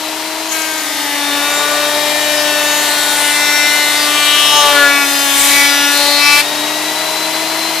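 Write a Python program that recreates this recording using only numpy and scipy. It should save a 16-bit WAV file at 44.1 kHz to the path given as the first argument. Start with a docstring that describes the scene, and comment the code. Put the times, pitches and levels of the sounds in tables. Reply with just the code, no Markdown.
"""A benchtop thickness planer in a small workshop, on a stereo pair, louder on the left.
First it runs free, heard from behind: a whining motor, a fan's rush and the siren of the two-knife cutter head.
A rough slab enters and the knives drag; the view dissolves to the infeed table, near 290 strokes a second.
The slab's resonances lift changing harmonics of the strokes and faint whistles come and go among them.
A knot tears and crackles as random splinters; then the slab leaves and the machine spins up free."""
import sys
import numpy as np
from scipy import signal
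from scipy.fft import rfft, irfft
from scipy.io import wavfile
from scipy.ndimage import map_coordinates

SR = 44100
rng = np.random.default_rng(int(sys.argv[2]) if len(sys.argv) > 2 else 0)


def store_pcm(level_fs):
    """Save levels as 16-bit WAV."""
    pcm = np.round(np.clip(level_fs, -1, 1) * 32767).astype(np.int16)
    wavfile.write(sys.argv[1], SR, np.atleast_2d(pcm).T)


N = 343980
STEP = 100  # samples per step of the slow time grid
TIME = np.arange(N) / SR
SLOW_TIME = TIME[::STEP]
SIDES = np.array([[1], [-1]])  # left, right

# All levels in the tables are relative: the viewpoint, the room and the stereo balance scale them further.
# air through the housing: (frequency [Hz], density [dB per Hz])
AIR_SPECTRUM = [(30, -39), (115, -36), (200, -9), (290, -5), (430, -0.5), (530, -5.5), (650, 4), (950, 4),
                (1300, -0.5), (2300, 0.5), (4200, -1), (5600, -4), (7500, -7.5), (14000, -11.5)]
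# tones of the motor and its fan: (multiple of the motor speed [ratio], level [dB])
MOTOR_TONES = [(2, -40.5), (4, -52), (6, -32.5), (12, -27.5), (24, -58)]
# tones of the cutter head and its drive: (multiple of the knife rate [ratio], level [dB])
HEAD_TONES = [(1, -30), (1.32, -47), (2, -32), (3, -33)]
# standing waves at the infeed table lift and sink the low tones as the speed slides through them:
# (frequency [Hz], level [dB])
STANDING_WAVES = [(140, -5), (147, 0), (270, 6), (281, 5), (285, 6.5), (289, 5), (292.5, -3), (297, 0.5),
                  (305, 2.5), (314, -4.5), (322, 0.5), (400, 1)]
# what each viewpoint hears: (knives [dB], air rush [dB], motor whine [dB], cutter head siren [dB],
# shaking of the stand [dB])
BEHIND_LEVELS = (-1.5, -22, -8.5, -0.9, -56.5)
INFEED_LEVELS = (-1, -18.5, 1, 1, -46)
# knife strokes a second, from behind and at the infeed table, before the spin-up: (time [s], rate [Hz])
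SPEED_BEHIND = [(0, 311.3), (.48, 320), (.85, 311.2), (1.4, 308)]
SPEED_INFEED = [(0.95, 287.9), (1.15, 288.2), (1.39, 287.7), (1.49, 290.6), (2.19, 298.6), (3.18, 292.9),
                (3.98, 294.4), (4.49, 294.1), (4.59, 292.9), (4.85, 285.1), (5.29, 280.4), (5.53, 283.2),
                (5.85, 285.2), (6.35, 290.4), (6.4, 291.8)]
# spray of chips against the hood: (frequency [Hz], density [dB per Hz])
CHIP_SPECTRUM = [(60, -27), (300, -27), (1000, -15), (2000, 5.5), (4000, -5), (6500, 2.5), (10000, 1.5),
                 (14000, -1)]
# showers of chips from the first touch, a rough patch, the knot and the end of the slab:
# (time of the top [s], half length [s], level [dB])
CHIP_SHOWERS = [(0.553, 0.067, -23), (2.95, 0.35, -23), (5.2, 0.11, -19.5), (5.486, 0.13, -11.5),
                (6, 0.11, -19), (6.385, .025, -20)]
# fibres that tear out in rough grain and at the knot:
# (time of the top [s], half length [s], frequency [Hz], width [Hz], level [dB])
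TEARS = [(.521, 0.0095, 6700, 900, -22), (0.634, 0.14, 6660, 1000, -31), (4.723, 0.089, 1700, 1209, -26),
         (5.412, 0.05, 8200, 1500, -17.5), (5.455, .004, 2402, 2004, -30), (5.55, 0.13, 3730, 1690, -17.5),
         (5.588, 0.045, 2481, 1480, -19), (6.383, 0.025, 2350, 2603, -21)]
# the slab lifts off the table and bounces once a turn of the cutter head:
# (time of the top [s], half length [s], level [dB])
CHATTER_SWELLS = [(1.647, 0.18, -35), (4.716, 0.19, -29)]
# tones of that bounce: (multiple of the knife rate [ratio], level [dB])
CHATTER_TONES = [(1.5, -2), (2.5, 0), (3.5, -5)]
# how hard the knives bite: (time [s], level [dB])
BITE = [(.5, -35), (1, -30), (1.5, -32.5), (2.5, -32), (3.5, -29), (4.7, -25.5), (4.95, -28.5), (5.4, -29),
        (5.6, -25.5), (6.15, -28.5), (6.4, -22.5)]
# spectrum of a knife stroke: (frequency [Hz], level [dB])
STROKE_SPECTRUM = [(290, -27), (600, -15.5), (1200, 2), (2400, 2), (4000, 0.7), (6000, -5), (9000, -10.5),
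                   (13000, -11.5)]
# resonances that swell and fade as the slab moves under the rollers:
# (time of the top [s], half length [s], frequency [Hz], width [Hz], level [dB])
SLAB_RINGS = [(.66, 0.12, 1695, 221, -22.5), (1.02, 0.16, 2060, 200, -22), (1.1, 0.21, 860, 100, -28),
              (1.65, 0.22, 1290, 297, -20), (2.2, 0.41, 563.6, 99, -20), (2.5, .55, 1756, 129, -23),
              (2.52, .2, 2630, 150, -26), (2.73, 0.091, 6680, 340, -23), (3.22, 0.44, 7620, 170, -29),
              (3.25, .14, 9320, 295, -26), (3.41, 0.6, 1500, 130, -23.5), (3.56, 0.16, 5520, 190, -22),
              (3.62, 0.31, 2005, 340, -16.5), (4.43, 0.36, 1140, 180, -21), (4.48, 0.28, 3040, 940, -17.5),
              (4.54, .13, 5340, 240, -22.5), (4.62, 0.09, 1030, 390, -12), (4.75, 0.13, 580, 160, -20),
              (4.835, 0.067, 1563, 370, -8), (4.95, .09, 2400, 360, -16), (4.97, 0.064, 1450, 750, -19),
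              (5.6, 0.083, 2160, 420, -13.5), (5.81, 0.14, 1575, 323, -16.5), (5.83, 0.11, 2710, 390, -20),
              (6.09, 0.11, 712, 240, -14.5), (6.18, 0.21, 4230, 900, -21), (6.305, 0.087, 1276, 250, -16),
              (6.31, 0.09, 5270, 1300, -24), (6.32, 0.096, 2440, 480, -12.5)]

DISSOLVE_S = (.65, 1.4)  # from behind to the infeed table
SLAB_ENTERS_S, SLAB_LEAVES_S, SLAB_EDGE_S = .51, 6.415, 0.017
FREE_HZ, SPIN_UP_S = 331.2, .84  # with the slab gone, the knife rate closes in on its free value
LABOURS_BELOW_HZ, SAG_DB_PER_HZ = 290.8, 0.24  # fan and siren weaken below this knife rate
MOTOR_TURNS_PER_STROKE = 1.0583
HUM_HZ = 120  # twice the mains frequency
SPRAY_OVER_BITE_DB = 4  # the steady spray of chips follows the bite
RING_SQUARENESS = 2.84  # 2 is a bell; more holds the top longer and lets go faster
# fainter whistles come and go by chance all through the cut
WHISTLE_RANGE_HZ, WHISTLE_HALF_S, WHISTLE_WIDTH_HZ, WHISTLE_OVER_BITE_DB = (2370, 7500), 0.046, 410, 4.5
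LEFT_MINUS_RIGHT_DB = 5
TOP_HZ = 14150  # upper edge of the recorder's band


def undb(db):
    """Decibels to gain."""
    return 10 ** (np.asarray(db) / 20)


def curve(table, t, axis=1):
    """One column of a table of time points, joined by straight lines."""
    rows = np.array(table)
    return np.interp(t, rows[:, 0], rows[:, axis])


def gain_at(spectrum, hz):
    """Gain of a (Hz, dB) spectrum at any frequency."""
    rows = np.array(spectrum)
    return undb(np.interp(np.log(hz + 1), np.log(rows[:, 0]), rows[:, 1]))


def walk(rate):
    """Slow chance with a spread near 1, on the slow time grid; rate in knots a second."""
    knots = rng.standard_normal(4096)
    return map_coordinates(knots, [SLOW_TIME * rate], order=3, mode="wrap")


def fast(slow):
    """From the slow time grid to every sample."""
    return np.interp(TIME, SLOW_TIME, slow)


def swell(t, top_s, half_s, squareness=2):
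    """Bell-shaped rise and fall."""
    return np.exp(-.5 * np.abs((t - top_s) / half_s) ** squareness)


def resonance(hz, centre_hz, width_hz):
    """Complex response of a pair of like resonances."""
    return 1 / (1 + 2j * (hz - centre_hz) / width_hz) ** 2


def spread(hz, apart_hz=10000, least=0.044):
    """Side-to-mid ratio between the microphones: little in the bass, large in the treble."""
    return np.minimum(least + hz / apart_hz, 1.15)


def colour(pair, response):
    """Filter two unrelated signals and use them as mid and side."""
    hz = np.arange(N // 2 + 1) * SR / N
    widths = np.array([np.ones(len(hz)), spread(hz)])
    mid, side = irfft(rfft(pair) * response(hz) * widths, N)
    return (mid + SIDES * side) / np.std(mid)


def tones(table, angle, waver, waver_rate):
    """Lines locked to a shaft, wavering in the moving air."""
    out = 0
    for multiple, db in table:
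        size = fast(1 + waver * (walk(waver_rate) + 1j * walk(waver_rate)))
        out = out + undb(db) * np.sqrt(2) * (size * np.exp(1j * multiple * angle)).real
    return out


def workshop(x, t60_s=0.37, wet_db=-17):
    """Short diffuse tail of a cluttered room: decaying noise, thin in the bass."""
    t = TIME[:SR // 2]
    tail = rng.standard_normal((2, len(t))) * undb(-60 * t / t60_s) * (t > .006)
    tail = signal.sosfilt(signal.butter(1, 700, "high", fs=SR, output="sos"), tail)
    tail /= np.sqrt(np.sum(tail ** 2, axis=1, keepdims=True))
    return x + undb(wet_db) * signal.fftconvolve(x, tail, axes=1)[:, :N]


def hum():
    """The motor's iron hums at twice the mains frequency."""
    return undb(-58) * np.sqrt(2) * np.sin(2 * np.pi * HUM_HZ * TIME)


def air(angle, chop=0.11):
    """The fan's rush through the housing, chopped lightly by the passing knives."""
    rush = rng.standard_normal((2, N)) * (1 + chop * np.cos(angle))
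    return colour(rush, lambda hz: gain_at(AIR_SPECTRUM, hz))


def knife_rate(speed):
    """Strokes a second: the speed table, then an exponential rise towards the free rate."""
    freed = 1 - np.exp(-np.maximum(SLOW_TIME - speed[-1][0], 0) / SPIN_UP_S)
    loaded = curve(speed, SLOW_TIME)
    return loaded + (FREE_HZ - loaded) * freed


def knife_angle(rate, flutter_hz=0.2208):
    """Phase of the knife strokes; the belt makes the speed flutter a little."""
    return 2 * np.pi * np.cumsum(fast(rate + flutter_hz * walk(25))) / SR


def drive(rate, angle, room, whine_db, siren_db, shake_db):
    """Siren of the cutter head and whine of the motor, locked together by the belt."""
    def lift(multiple):
        """Gain of the standing waves at a multiple of the knife rate."""
        return fast(gain_at(room, multiple * rate)) if room else 1

    head = sum(tones([row], angle, waver=0.1, waver_rate=14) * lift(row[0]) for row in HEAD_TONES)
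    motor = tones(MOTOR_TONES, angle * MOTOR_TURNS_PER_STROKE, waver=0.29, waver_rate=45)
    # the unbalanced head shakes the stand once a turn, which is two strokes
    shake = np.sqrt(2) * np.cos(angle / 2) * lift(0.497)
    return head * undb(siren_db) + motor * undb(whine_db) + shake * undb(shake_db)


def in_wood():
    """1 while the slab is under the cutter head, 0 before and after, with short ramps."""
    inside_s = np.minimum(TIME - SLAB_ENTERS_S, SLAB_LEAVES_S - TIME)
    return np.clip(inside_s / SLAB_EDGE_S + .5, 0, 1)


def splinters(angle, grain_db, gate, stroke_db):
    """Dense tiny cracks of uneven size, in a burst at every knife stroke."""
    stroke = np.clip(angle / (2 * np.pi), 0, 4095).astype(int)
    stroke_gain = undb(stroke_db * rng.standard_normal(4096)[stroke])
    bursts = np.exp(gate * np.cos(angle)) * stroke_gain
    grains = undb(grain_db * np.minimum(rng.exponential(size=N), 5))
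    sizes = np.repeat(grains, 12)[:N]  # each size lasts 12 samples
    return rng.standard_normal((2, N)) * sizes * bursts


def chips(angle):
    """Shavings break off and spray against the hood."""
    cracks = splinters(angle, grain_db=1.9, gate=.5, stroke_db=1)
    steady = undb(curve(BITE, TIME) + SPRAY_OVER_BITE_DB)
    shower_power = sum((undb(db) * swell(TIME, s, half)) ** 2 for s, half, db in CHIP_SHOWERS)
    spray = np.sqrt(steady ** 2 + shower_power)
    return colour(cracks, lambda hz: gain_at(CHIP_SPECTRUM, hz)) * spray * in_wood()


def tear_out(angle):
    """Coarser cracks ring the wood where the grain rips."""
    cracks = splinters(angle, grain_db=3.8, gate=.9, stroke_db=2.5)
    out = 0
    for s, half, centre, width, db in TEARS:
        ringing = colour(cracks, lambda hz: resonance(hz, centre, width))
        out = out + ringing * undb(db) * swell(TIME, s, half)
    return out


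def chatter(angle):
    """The bouncing slab growls between the knife harmonics."""
    bounce = sum(undb(db) * swell(TIME, s, half) for s, half, db in CHATTER_SWELLS)
    return bounce * tones(CHATTER_TONES, angle, waver=.25, waver_rate=20)


def whistles(count=16):
    """Faint high resonances of the slab, one in each stretch of the cut, at chance pitches."""
    when, pitch = rng.random((count, 2)).T
    times = SLAB_ENTERS_S + (SLAB_LEAVES_S - SLAB_ENTERS_S) * (np.arange(count) + when) / count
    low, high = WHISTLE_RANGE_HZ
    pitches = low * (high / low) ** pitch
    return [(s, WHISTLE_HALF_S, hz, WHISTLE_WIDTH_HZ, curve(BITE, s) + WHISTLE_OVER_BITE_DB)
            for s, hz in zip(times, pitches)]


def knives(rate, angle, slab_rings, bite_db, patchy_db=5, turning=0.55, shiver=0.17, uneven=0.079, count=46):
    """Each stroke kicks the slab: a stack of harmonics, lifted by whichever resonances are in tune."""
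    bite = undb(curve(BITE, SLOW_TIME) + bite_db)
    swells = [undb(db) * swell(SLOW_TIME, s, half, RING_SQUARENESS) for s, half, _, _, db in slab_rings]
    turn, partial, mid, side = np.exp(1j * angle), 1, 0, 0
    for k in range(1, count + 1):
        hz = k * rate
        partial = partial * turn
        rings = [size * resonance(hz, centre, width)
                 for size, (_, _, centre, width, _) in zip(swells, slab_rings)]
        # the many weak modes of the slab shift as it feeds, so each harmonic drifts in level and phase
        drift = walk(3.993)
        # troughs between the modes go deeper than the crests rise
        patches = undb(patchy_db * (np.minimum(drift, drift / 2) - 0.52))
        body = bite * gain_at(STROKE_SPECTRUM, hz) * patches
        size = np.sqrt(body ** 2 + sum(np.abs(ring) ** 2 for ring in rings))
        response = sum(rings) + body * np.exp(2j * np.pi * rng.random())
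        lag = np.angle(response) + turning * walk(2.977)
        voice = size * np.exp(1j * lag) * (1 + shiver * (walk(60) + 1j * walk(60)))
        side_lag = 2 * np.pi * rng.random() + walk(2.996)
        across = voice * spread(hz) * np.exp(1j * side_lag)
        mid = mid + (fast(voice) * partial).real
        side = side + (fast(across) * partial).real
    # one of the two knives stands slightly proud
    proud = 1 + uneven * np.cos(angle / 2)
    return np.sqrt(2) * (mid + SIDES * side) * proud * in_wood()


def planer(rate, angle, slab_rings, levels, room=None, cut_db=0.54):
    """The machine from one viewpoint: the knives in the wood, the fan and the drive."""
    bite_db, air_db, whine_db, siren_db, shake_db = levels
    sag_db = fast(SAG_DB_PER_HZ * np.maximum(LABOURS_BELOW_HZ - rate, 0))
    cut = undb(cut_db) * knives(rate, angle, slab_rings, bite_db)
    rush = undb(air_db - sag_db) * air(angle)
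    return cut + rush + drive(rate, angle, room, whine_db, siren_db - sag_db, shake_db)


def scene():
    """The view from behind dissolves into the one at the infeed; the sound is louder on the left."""
    near = np.interp(TIME, DISSOLVE_S, (0, 1))
    rate_behind, rate_infeed = knife_rate(SPEED_BEHIND), knife_rate(SPEED_INFEED)
    angle_behind, angle_infeed = knife_angle(rate_behind), knife_angle(rate_infeed)
    angle = np.where(near < .5, angle_behind, angle_infeed)
    # from behind, the first touch is the only slab resonance heard
    first_touch, *later = SLAB_RINGS
    behind = planer(rate_behind, angle_behind, [first_touch], BEHIND_LEVELS)
    infeed = planer(rate_infeed, angle_infeed, later + whistles(), INFEED_LEVELS, STANDING_WAVES)
    machine = (1 - near) * behind + near * infeed
    wood = chatter(angle) + chips(angle) + tear_out(angle)
    balance = undb(SIDES * LEFT_MINUS_RIGHT_DB / 2)
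    return workshop(machine + hum() + wood) * balance / balance.mean()


def record(dry, ceiling=0.92):
    """The recorder rounds the highest peaks and cuts the top."""
    rounded = dry / (1 + (dry / ceiling) ** 6) ** (1 / 6)
    return signal.sosfilt(signal.ellip(12, .1, 80, TOP_HZ, fs=SR, output="sos"), rounded)


dry = scene()
out = record(dry)
store_pcm(out)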